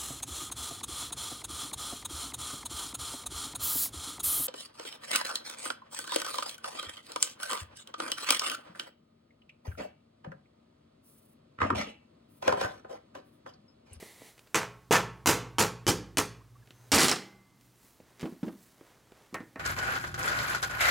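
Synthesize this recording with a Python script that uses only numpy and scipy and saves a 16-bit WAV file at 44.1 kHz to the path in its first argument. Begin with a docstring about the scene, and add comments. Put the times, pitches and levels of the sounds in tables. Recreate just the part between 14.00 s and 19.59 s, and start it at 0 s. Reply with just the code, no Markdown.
"""A motorcycle crankcase slides on a steel bench in a small workshop, with light hand taps, hiss and ticks.
Six mallet blows then tap a metal cover onto it: noise and fading sine tones make the thud, clang and ping.
After a few faint gliding chirps the mallet drops among loose tools, which rattle and ring on.
Hands wipe on a rag (hiss that swells and fades), then take hold of the case and rock it with knocks and clinks.
Air and mains hum run throughout; a limiter flattens every loud blow, so the room swells up just behind it."""
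import sys
import numpy as np
from scipy import signal
from scipy.fft import rfft, irfft, next_fast_len
from scipy.io import wavfile
from scipy.ndimage import uniform_filter1d, minimum_filter1d

SR = 44100
rng = np.random.default_rng(int(sys.argv[2]) if len(sys.argv) > 2 else 0)


def int16_out(signal):
    """Quantize to a 16-bit WAV file."""
    q = np.round(np.clip(np.atleast_2d(signal).T, -1, 1) * 32767)
    wavfile.write(sys.argv[1], SR, q.astype(np.int16))


N = 246607

# All dB values are relative strengths. A t60 is the time a sound takes to fade by 60 dB.
# steady workshop air: (frequency [Hz], strength per Hz [dB])
AIR_COLOUR = [(18, -26.5), (30, 2), (118, 1), (165, 0), (295, 0), (486, -10), (1160, -11), (2060, -17),
              (2350, -17), (6380, -20), (16000, -26)]
AIR_DB = -67.5
# mains hum: (frequency [Hz], level [dB])
HUM = [(60, -94.5), (120, -79)]

# loudness of the case sliding on the bench, before it stops: (time [s], level [dB])
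SLIDE_LEVEL = [(0, -52.5), (.05, -55), (.16, -60.5), (.26, -57), (.3, -55.5)]
# tone of that scraping: (frequency [Hz], strength per Hz [dB])
SLIDE_COLOUR = [(80, -6), (400, 7), (900, 3), (1550, -5.5), (1950, 9.5), (2600, -1.5), (4100, 1.5),
                (5000, -3), (10000, -1.5), (16000, -10.5)]
SLIDE_STOP_S, SLIDE_RELEASE_S = 0.28, 0.038

# strokes of sleeve, rag and palm; the length runs between the points where speed is 37% of its peak:
# (time of fastest motion [s], length [s], level [dB], brightness [dB])
STROKES = [(0.412, 0.75, -68, -2.5), (2.89, 0.56, -63, -6), (3.19, 0.25, -67.5, -4), (3.646, 0.11, -76, 6),
           (3.864, 0.21, -72, 9), (4.096, 0.2, -64, -15), (4.27, 0.17, -58.5, -6), (4.46, .12, -63.5, -3),
           (4.635, 0.21, -68, 5), (4.884, 0.23, -59.5, -12.5), (5.19, .22, -60, -18), (5.47, 0.4, -68, -5)]
# tone of the stroking hiss: (frequency [Hz], strength per Hz [dB])
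RUSTLE_COLOUR = [(80, -30.5), (400, 9), (900, 4), (1600, 2), (2000, 2), (2600, -2.5), (4500, -2.5),
                 (7000, -1.5), (10000, -3), (16000, -3.5)]
SWELL_SHAPE = 1.42  # a stroke gathers and loses speed in a bell: 1 = pointed, 2 = round

# workshop echo, t60 before the length factor: (frequency [Hz], strength [dB], t60 [s])
ROOM = [(60, -1.5, 0.35), (247, 0.5, 0.53), (930, -6, 0.52), (2910, -1, 0.42), (6940, 2, 0.3),
        (15000, 8.5, 0.19)]

# light dry taps of hands on the cover: (time [s], force [dB])
TAPS = [(0.026, -37.5), (0.219, -42.5), (4.002, -45.5), (4.81, -43.5), (5.121, -44)]
# small ticks of the grip and loose parts: (time [s], force [dB], crack [dB])
TICKS = [(0.379, -48.5, -13), (0.393, -51.5, -9), (0.473, -54.5, -15.5), (2.674, -50.5, -18),
         (2.707, -46, -14.5), (3.611, -60, -8), (4.196, -45.5, -14), (4.202, -42.5, -14),
         (4.21, -40.5, -9.5), (4.219, -44.5, -11.5), (5.12, -62.5, -7)]
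# the case knocking on the bench: (time [s], force [dB], hardness [dB], thump of the edge that lands [Hz])
KNOCKS = [(4.2287, -27.5, 1, 172), (4.241, -29, -14, 180), (4.256, -34, 5, 300), (4.323, -40, -8, 283),
          (4.430, -29.5, -1, 224), (4.468, -32, -9.5, 225), (4.481, -34, 2, 241), (4.527, -50, 4, 260),
          (5.327, -40, -8, 200), (5.402, -36.5, 3.5, 221)]
# metal clinks as the case is tipped: (time [s], force [dB], thud [dB], crack [dB])
CLINKS = [(5.3433, -34.5, 2, 2.5), (5.558, -44, 11, -10)]
# six mallet blows: (time [s], force [dB], thud [dB], clang [dB], crack [dB],
# ring length factor [1], ping of the spot struck [Hz], ping level [dB])
BLOWS = [(0.5449, -19.5, -6.5, -2, -1.5, 1.17, 1060, 1), (0.9090, -12.5, 1, 2, 3, 0.94, 436, 11.5),
         (1.2592, -13.5, -1, -2, 4, 1.036, 1000, 5), (1.584, -14, 0, -1.5, 5, 0.88, 3090, -1.5),
         (1.8672, -13.5, -0.5, -7.5, 1, 0.81, 3010, 1), (2.1717, -22.5, 3.5, 2, 5, 0.7, 2990, 2)]
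# the dropped mallet bouncing among tools: (time [s], force [dB], thud [dB], crack [dB])
CLATTER = [(2.918, -14.5, 3.5, 1.5), (2.946, -31, -2, 13), (2.979, -7.5, 3, -8), (2.984, -10.5, -1.5, 4),
           (3.004, -7.5, -1.5, 2.5), (3.032, -23.5, 10, 9.5), (3.0825, -17.5, -1, 2.5),
           (3.114, -20, 0.5, -1.5), (3.13, -30, 1, -8), (3.159, -28, -10, -9)]

# The next six describe the dense ringing of each struck thing, t60 before the length factor.
# hand-tapped cover: (frequency [Hz], strength per Hz [dB], t60 [s])
TAP_BODY = [(81, -5.5, .04), (252, 5, 0.04), (480, 3.5, 0.058), (990, -8.5, 0.021), (2200, -14, .04),
            (4500, -31, 0.034), (13000, -46, .02)]
# small loose parts: (frequency [Hz], strength per Hz [dB], t60 [s])
SMALL_BODY = [(40, -33, 0.034), (200, -2, 0.033), (1015, -13, .03), (3040, -1.5, 0.019),
              (7130, -0.5, 0.026), (15100, -6.5, .02)]
# bench under a knock: (frequency [Hz], strength per Hz [dB], t60 [s])
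BENCH_BODY = [(30, -34, 0.027), (59.7, -30, 0.11), (126, -11.5, 0.041), (185.4, 6.5, 0.038),
              (330, -3, 0.29), (550, -14, 0.13), (930, -23.5, 0.25), (2000, -28, 0.091),
              (5000, -41.5, 0.13), (15000, -57, 0.019)]
# clinking metal rim: (frequency [Hz], strength per Hz [dB], t60 [s])
RIM_BODY = [(80, -14, 0.35), (333, 2.5, 0.16), (980, 2, 0.18), (1860, 1.5, 0.25), (3360, -11, 0.069),
            (5560, -8, 0.022), (15000, -25, 0.038)]
# case under the mallet: (frequency [Hz], strength per Hz [dB], t60 [s])
CASE_BODY = [(50, -4, 0.18), (164, 2, 0.12), (318, 6, 0.11), (510, -0.5, 0.34), (617, -5.5, 0.22),
             (857, 4, 0.24), (1410, 0.5, 0.23), (2480, -3, 0.19), (3550, -9.5, 0.2), (6400, -9, 0.17),
             (9500, -15.5, 0.13), (12100, -21, 0.15), (17000, -37.5, 0.2)]
# rattling tools: (frequency [Hz], strength per Hz [dB], t60 [s])
TOOLS_BODY = [(51.4, -11.5, 0.075), (162, -3, 0.29), (310, -2, 0.42), (635, -2.5, 0.22), (1100, -2.5, 0.33),
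              (2020, -4.5, 0.31), (3510, -8, 0.32), (5360, 0.5, 0.082), (8700, -9, 0.17),
              (12200, -17, 0.12), (16000, -25.5, 0.085)]

# The next five are modes: single tones at which a thing likes to ring.
# case, before the blow's own level and length changes: (frequency [Hz], level [dB], t60 [s])
CASE_MODES = [(285.3, -20.5, 0.19), (326, -17.5, 0.11), (421, -14, 0.47), (427, -12, 0.22),
              (497, -13, 0.33), (527.5, -14.5, 0.096), (659, -17.5, 0.37), (830, -16, 0.29),
              (869, -29, 0.72), (954, -10.5, 0.31), (1072, -33.5, 0.52), (1095, -21, 0.63),
              (1340, -11.5, 0.38), (2030, -19.5, 0.34), (2210, -24.5, 0.35)]
# case knocking on the bench: (frequency [Hz], level [dB], t60 [s])
KNOCK_MODES = [(222, -21, 0.065), (277, -7.5, 0.13), (322.3, -12, 0.23), (467, -16.5, 0.073)]
# clinking rim: (frequency [Hz], level [dB], t60 [s])
RIM_MODES = [(1106, -7.5, 0.13), (1298, -9, 0.12), (1700, -26, 0.33), (1836, -8, 0.24), (2020, -18.5, .28),
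             (2410, -18, 0.059)]
# steel bench: (frequency [Hz], level [dB], t60 [s])
BENCH_MODES = [(59.7, -39, 1.9), (104.9, -20, 0.31), (108.6, -44, 2.8), (118.7, -42, 2.8),
               (122.3, -37.5, 5), (147.5, -30, 0.52), (174, -24.5, 0.57), (205, -29, 0.45)]
# tools under the dropped mallet: (frequency [Hz], level [dB], t60 [s])
TOOL_MODES = [(60, -30, 0.59), (85.8, -16.5, 0.4), (121, -31.5, 0.5), (193.7, -23, 0.96),
              (283.7, -11, 0.34), (305, -21, 0.35), (443.4, -14.5, 0.272), (820, -24, 0.72),
              (940, -29, 0.36), (1150, -48, 1.9), (2067, -32.5, 1.13)]

# faint chirps and squeaks: (time [s], duration [s], start frequency [Hz], end frequency [Hz], level [dB])
CHIRPS = [(2.405, .022, 1000, 1150, -63), (2.552, .022, 1050, 1250, -65), (2.620, .018, 1720, 1660, -70),
          (2.70, .21, 5950, 6700, -79)]
# reverberation that differs between the microphones: (frequency [Hz], strength [dB])
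WIDTH = [(40, -1), (120, 2), (500, -1.5), (2000, -1.5), (4500, -4), (8000, 8), (10500, 2.5), (13000, -14)]
# the left microphone is thinner in the bass: (frequency [Hz], gain [dB])
LEFT_PORT = [(25, -2), (60, -3), (125, 0.7), (250, 0)]

CONTACT_DB, CONTACT_PER_FORCE = -30.5, -1.73  # a light blow is mostly contact click, a heavy one mostly ring
LOW_MODES_DB, LOW_PER_THUD = -3, 0.96  # the low modes follow the thud
HIGH_MODES_DB, HIGH_PER_CLANG = -4.5, 1.3  # the high modes follow the clang
PING_T60_S = 0.033  # the metal right under the mallet rings only briefly
THUMP_DB, THUMP_T60_S = -3.5, 0.06
BENCH_DB, BENCH_PER_THUD = 3.5, 0.3  # so much of a blow reaches the bench
LAST_RING, SETTLE_S = 0.27, 0.052  # the bounces ring ever shorter, towards this share of the first
HOLD_S, RELEASE_DB_PER_S = 0.005, 800  # limiter: window centred on each peak, then speed of recovery
EDGE_HZ = 16300  # top of the band


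def amp(db):
    """Turns decibels into a plain multiplier."""
    return 10 ** (np.asarray(db) / 20)


def unit(x):
    """Scales a signal to an average (rms) strength of 1."""
    return x / np.sqrt(np.mean(x ** 2) + 1e-20)


def read(points, hz, axis=1):
    """Reads one column of a table at any frequency, joining its points on a log-frequency axis."""
    columns = np.transpose(points)
    return np.interp(np.log(hz + 1), np.log(columns[0] + 1), columns[axis])


def add(mix, s, sound):
    """Mixes a sound in at time s."""
    part = mix[max(round(s * SR), 0):][:len(sound)]
    part += sound[:len(part)]


def colour(x, *spectra):
    """Filters x with the first spectrum, scaled to keep mean power, then tilts it by any others."""
    size = next_fast_len(len(x), real=True)
    hz = np.fft.rfftfreq(size, 1 / SR)
    tilt_db = sum(read(points, hz) for points in spectra[1:])
    gain = unit(amp(read(spectra[0], hz))) * amp(tilt_db)
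    cepstrum = irfft(np.log(gain + 1e-6), size)
    cepstrum[1:] *= 2 * (np.arange(1, size) < size / 2)  # minimum phase: nothing sounds before its cause
    response = np.exp(rfft(cepstrum))
    return irfft(rfft(x, size) * response, size)[:len(x)]


def fade(x, table, length=1):
    """Lets each frequency band die away at its own t60, times the length factor."""
    hz, t, bands = signal.stft(x, SR, nperseg=256)
    t60 = np.maximum(read(table, hz, axis=2) * length, 1e-3)[:, None]
    decay = np.exp(-np.log(1000) * t / t60)
    return signal.istft(bands * decay, SR, nperseg=256)[1][:len(x)]


def ring(modes, length=1, size=SR // 2):
    """Fading sine tones started by one blow; neighbouring modes swing in opposite directions."""
    t = np.arange(size) / SR
    out = np.zeros(size)
    for k, (hz, db, t60) in enumerate(modes):
        decay = np.exp(-np.log(1000) * t / max(t60 * length, 1e-3))
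        out += (-1) ** k * amp(db) * np.sin(2 * np.pi * hz * t) * decay
    return out


def grainy(size, grain_db):
    """Noise whose level jumps every few milliseconds, as surfaces catch and chatter."""
    catches = unit(uniform_filter1d(rng.standard_normal(size), size=110))
    return unit(rng.standard_normal(size) * amp(grain_db * catches))


def strike(body, thud_db, clang_db, crack_db, length, contact_db=-10, contact_s=0.00061, chatter_db=1):
    """A sharp contact, then countless close modes; the spot hit weights low, middle and high ones."""
    t = np.arange(SR // 2) / SR
    # a harder contact reaches further into the treble
    spot = [(350, thud_db), (1000, clang_db), (1800, clang_db), (6500, crack_db), (13000, 1.5 * crack_db)]
    contact = 1 + amp(contact_db) * np.exp(-t / max(contact_s, 1e-4))
    ringing = fade(grainy(len(t), chatter_db), body, length)
    return colour(ringing * contact, body, spot)


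def air():
    """Steady workshop air, made of filtered noise, with a faint mains hum of sine tones."""
    t = np.arange(N) / SR
    hum = sum(amp(db) * np.sqrt(2) * np.sin(2 * np.pi * hz * t) for hz, db in HUM)
    return amp(AIR_DB) * unit(colour(rng.standard_normal(N), AIR_COLOUR)) + hum


def slide():
    """The case scrapes softly over the bench; the hiss of friction dies away as it stops."""
    t = np.arange(N) / SR
    level = amp(np.interp(t, *np.transpose(SLIDE_LEVEL)))
    release = np.exp(-np.maximum(t - SLIDE_STOP_S, 0) / SLIDE_RELEASE_S)
    return level * release * colour(grainy(N, grain_db=0.6), SLIDE_COLOUR)


def rustle():
    """Friction hiss of skin and cloth: every stroke swells and fades, some brighter than others."""
    t, out = np.arange(N) / SR, np.zeros(N)
    hiss = colour(grainy(N, grain_db=1.8), RUSTLE_COLOUR)
    body = signal.sosfilt(signal.butter(1, 3000, fs=SR, output="sos"), hiss)
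    treble = hiss - body
    for s, length, db, bright_db in STROKES:
        speed = np.exp(-abs(2 * (t - s) / length) ** SWELL_SHAPE)
        out += amp(db) * speed * (body + amp(bright_db) * treble)
    return out


def room(x, delay_s, length, turns_per_s=11, count=4):
    """Dense reflections after a short delay; four sets of them fade in and out in turn, at a steady rate."""
    out, turn = np.zeros(N), np.arange(N) / SR * turns_per_s
    for k in range(count):
        tail = fade(colour(rng.choice([-1., 1.], SR // 2), ROOM), ROOM, length)
        tail = tail / np.linalg.norm(tail)
        tail = np.concatenate([np.zeros(round(abs(delay_s) * SR)), tail])
        # the paths take turns, and the squares of their shares sum to 1
        share = np.maximum(np.cos(2 * np.pi * (turn + k / count)), 0)
        out += signal.oaconvolve(x * share, tail)[:N]
    return out


def handling(crack_per_hardness=0.34):
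    """Knocks, taps, clinks and ticks as things are gripped and moved: short bursts of fading noise."""
    out = np.zeros(N)
    for s, force_db, hard_db, _ in KNOCKS:
        knock = strike(BENCH_BODY, thud_db=-4.5, clang_db=hard_db, crack_db=crack_per_hardness * hard_db,
                       length=0.81, contact_db=2.5)
        add(out, s, amp(force_db) * knock)
    for s, force_db in TAPS:
        tap = strike(TAP_BODY, thud_db=-2.5, clang_db=-4, crack_db=-2, length=0.76, contact_db=-17)
        add(out, s, amp(force_db) * tap)
    for s, force_db, thud_db, crack_db in CLINKS:
        clink = strike(RIM_BODY, thud_db, clang_db=-2, crack_db=crack_db, length=0.99, contact_db=-24)
        add(out, s, amp(force_db) * clink)
    for s, force_db, crack_db in TICKS:
        tick = strike(SMALL_BODY, thud_db=5, clang_db=4, crack_db=crack_db, length=1.9, contact_db=5.5)
        add(out, s, amp(force_db) * tick)
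    return out


def mallet():
    """Each blow drives the cover home: a contact click and the dense ringing of the case."""
    out = np.zeros(N)
    for s, force_db, thud_db, clang_db, crack_db, length, _, _ in BLOWS:
        contact_db = CONTACT_DB + CONTACT_PER_FORCE * force_db
        blow = strike(CASE_BODY, thud_db, clang_db, crack_db, length,
                      contact_db=contact_db, contact_s=0.0019, chatter_db=3.5)
        add(out, s, amp(force_db) * blow)
    return out


def clear_modes(rim_db=3):
    """The strongest modes stand out of blows, knocks and clinks; the spot hit adds its ping or thump."""
    out = np.zeros(N)
    for s, force_db, thud_db, clang_db, _, length, ping_hz, ping_db in BLOWS:
        low_db = LOW_MODES_DB + LOW_PER_THUD * thud_db
        high_db = HIGH_MODES_DB + HIGH_PER_CLANG * clang_db
        modes = [(hz, db + (low_db if hz < 600 else high_db), t60) for hz, db, t60 in CASE_MODES]
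        ping = ring([(ping_hz, ping_db, PING_T60_S)])
        add(out, s, amp(force_db) * (ring(modes, length) + ping))
    for s, force_db, _, thump_hz in KNOCKS:
        thump = ring([(thump_hz, THUMP_DB, THUMP_T60_S)])
        add(out, s, amp(force_db) * (ring(KNOCK_MODES) + thump))
    for s, force_db, *_ in CLINKS:
        add(out, s, amp(force_db + rim_db) * ring(RIM_MODES))
    return out


def bench_drone():
    """Blows and clinks pass through the case and leave the steel bench droning on its own modes."""
    out, drone = np.zeros(N), ring(BENCH_MODES, size=N)
    for s, force_db, thud_db, *_ in BLOWS:
        add(out, s, amp(force_db + BENCH_DB + BENCH_PER_THUD * thud_db) * drone)
    for s, force_db, *_ in CLINKS:
        add(out, s, amp(force_db) * drone)
    return out


def chirps(waver=0.027):
    """Short tones that glide from one pitch to another with a quick random waver."""
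    out = np.zeros(N)
    for s, duration, start_hz, end_hz, db in CHIRPS:
        count = round(duration * SR)
        wobble = unit(uniform_filter1d(rng.standard_normal(count), size=40))
        hz = np.linspace(start_hz, end_hz, count) * (1 + waver * wobble)
        tone = np.sin(2 * np.pi * np.cumsum(hz) / SR)
        add(out, s, amp(db) * unit(tone * signal.windows.tukey(count, 0.5)))
    return out


def clatter(clang_per_thud=0.31):
    """The mallet lands and bounces while the tools rattle, each bounce deader than the last."""
    out = np.zeros(N)
    first_s = CLATTER[0][0]
    for s, force_db, thud_db, crack_db in CLATTER:
        length = LAST_RING + (1 - LAST_RING) * np.exp((first_s - s) / SETTLE_S)
        hit = strike(TOOLS_BODY, thud_db, clang_per_thud * thud_db, crack_db, length,
                     contact_db=-17.5, contact_s=0.0058)
        add(out, s, amp(force_db) * hit)
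    return out


def tool_ring(tools_db=-12):
    """A few steel tools sing on, as fading sine tones, after the mallet lands on them."""
    out = np.zeros(N)
    add(out, CLATTER[0][0], amp(tools_db) * ring(TOOL_MODES, size=2 * SR))
    return out


def scene():
    """Shelves answer at once, the walls later; the close microphone pair hears almost the same."""
    blows, drop = mallet(), clatter()
    hands = handling() + slide() + rustle() + chirps()
    near = blows + drop + hands
    shelves = room(amp(0.5) * blows + amp(-7) * drop + amp(-10.5) * hands, delay_s=0.0098, length=0.11)
    walls = room(amp(-8) * blows + amp(-9.5) * drop + amp(-13) * hands, delay_s=0.014, length=1)
    mid = near + shelves + walls + clear_modes() + bench_drone() + tool_ring() + air()
    # added on the left and subtracted on the right, so it widens the stereo picture
    side = amp(-15) * colour(room(near, delay_s=0.0005, length=0.26) + air(), WIDTH)
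    left = amp(1.46) * colour(mid + side, LEFT_PORT)
    right = amp(2.5) * (mid - side)
    return np.array([left, right])


def record(dry, low_cut_hz=46, ceiling_db=-10):
    """A low cut; a look-ahead limiter that ducks just before each peak and recovers quickly; a treble cut."""
    x = signal.sosfilt(signal.butter(2, low_cut_hz, "high", fs=SR, output="sos"), dry)
    peak_db = 20 * np.log10(abs(x).max(0) + 1e-9)  # the louder channel ducks both
    over_db = np.maximum(peak_db - ceiling_db, 0)
    held_db = -minimum_filter1d(-over_db, size=max(round(HOLD_S * SR), 1))
    # the duck may shrink only as fast as this steady fall
    fall = np.arange(N) / SR * RELEASE_DB_PER_S
    duck_db = uniform_filter1d(np.maximum.accumulate(held_db + fall) - fall, size=50)
    low_pass = signal.firwin(255, EDGE_HZ, window=("kaiser", 8), fs=SR)
    return signal.oaconvolve(x * amp(-duck_db), low_pass[None], "same")


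dry = scene()
out = record(dry)
int16_out(out)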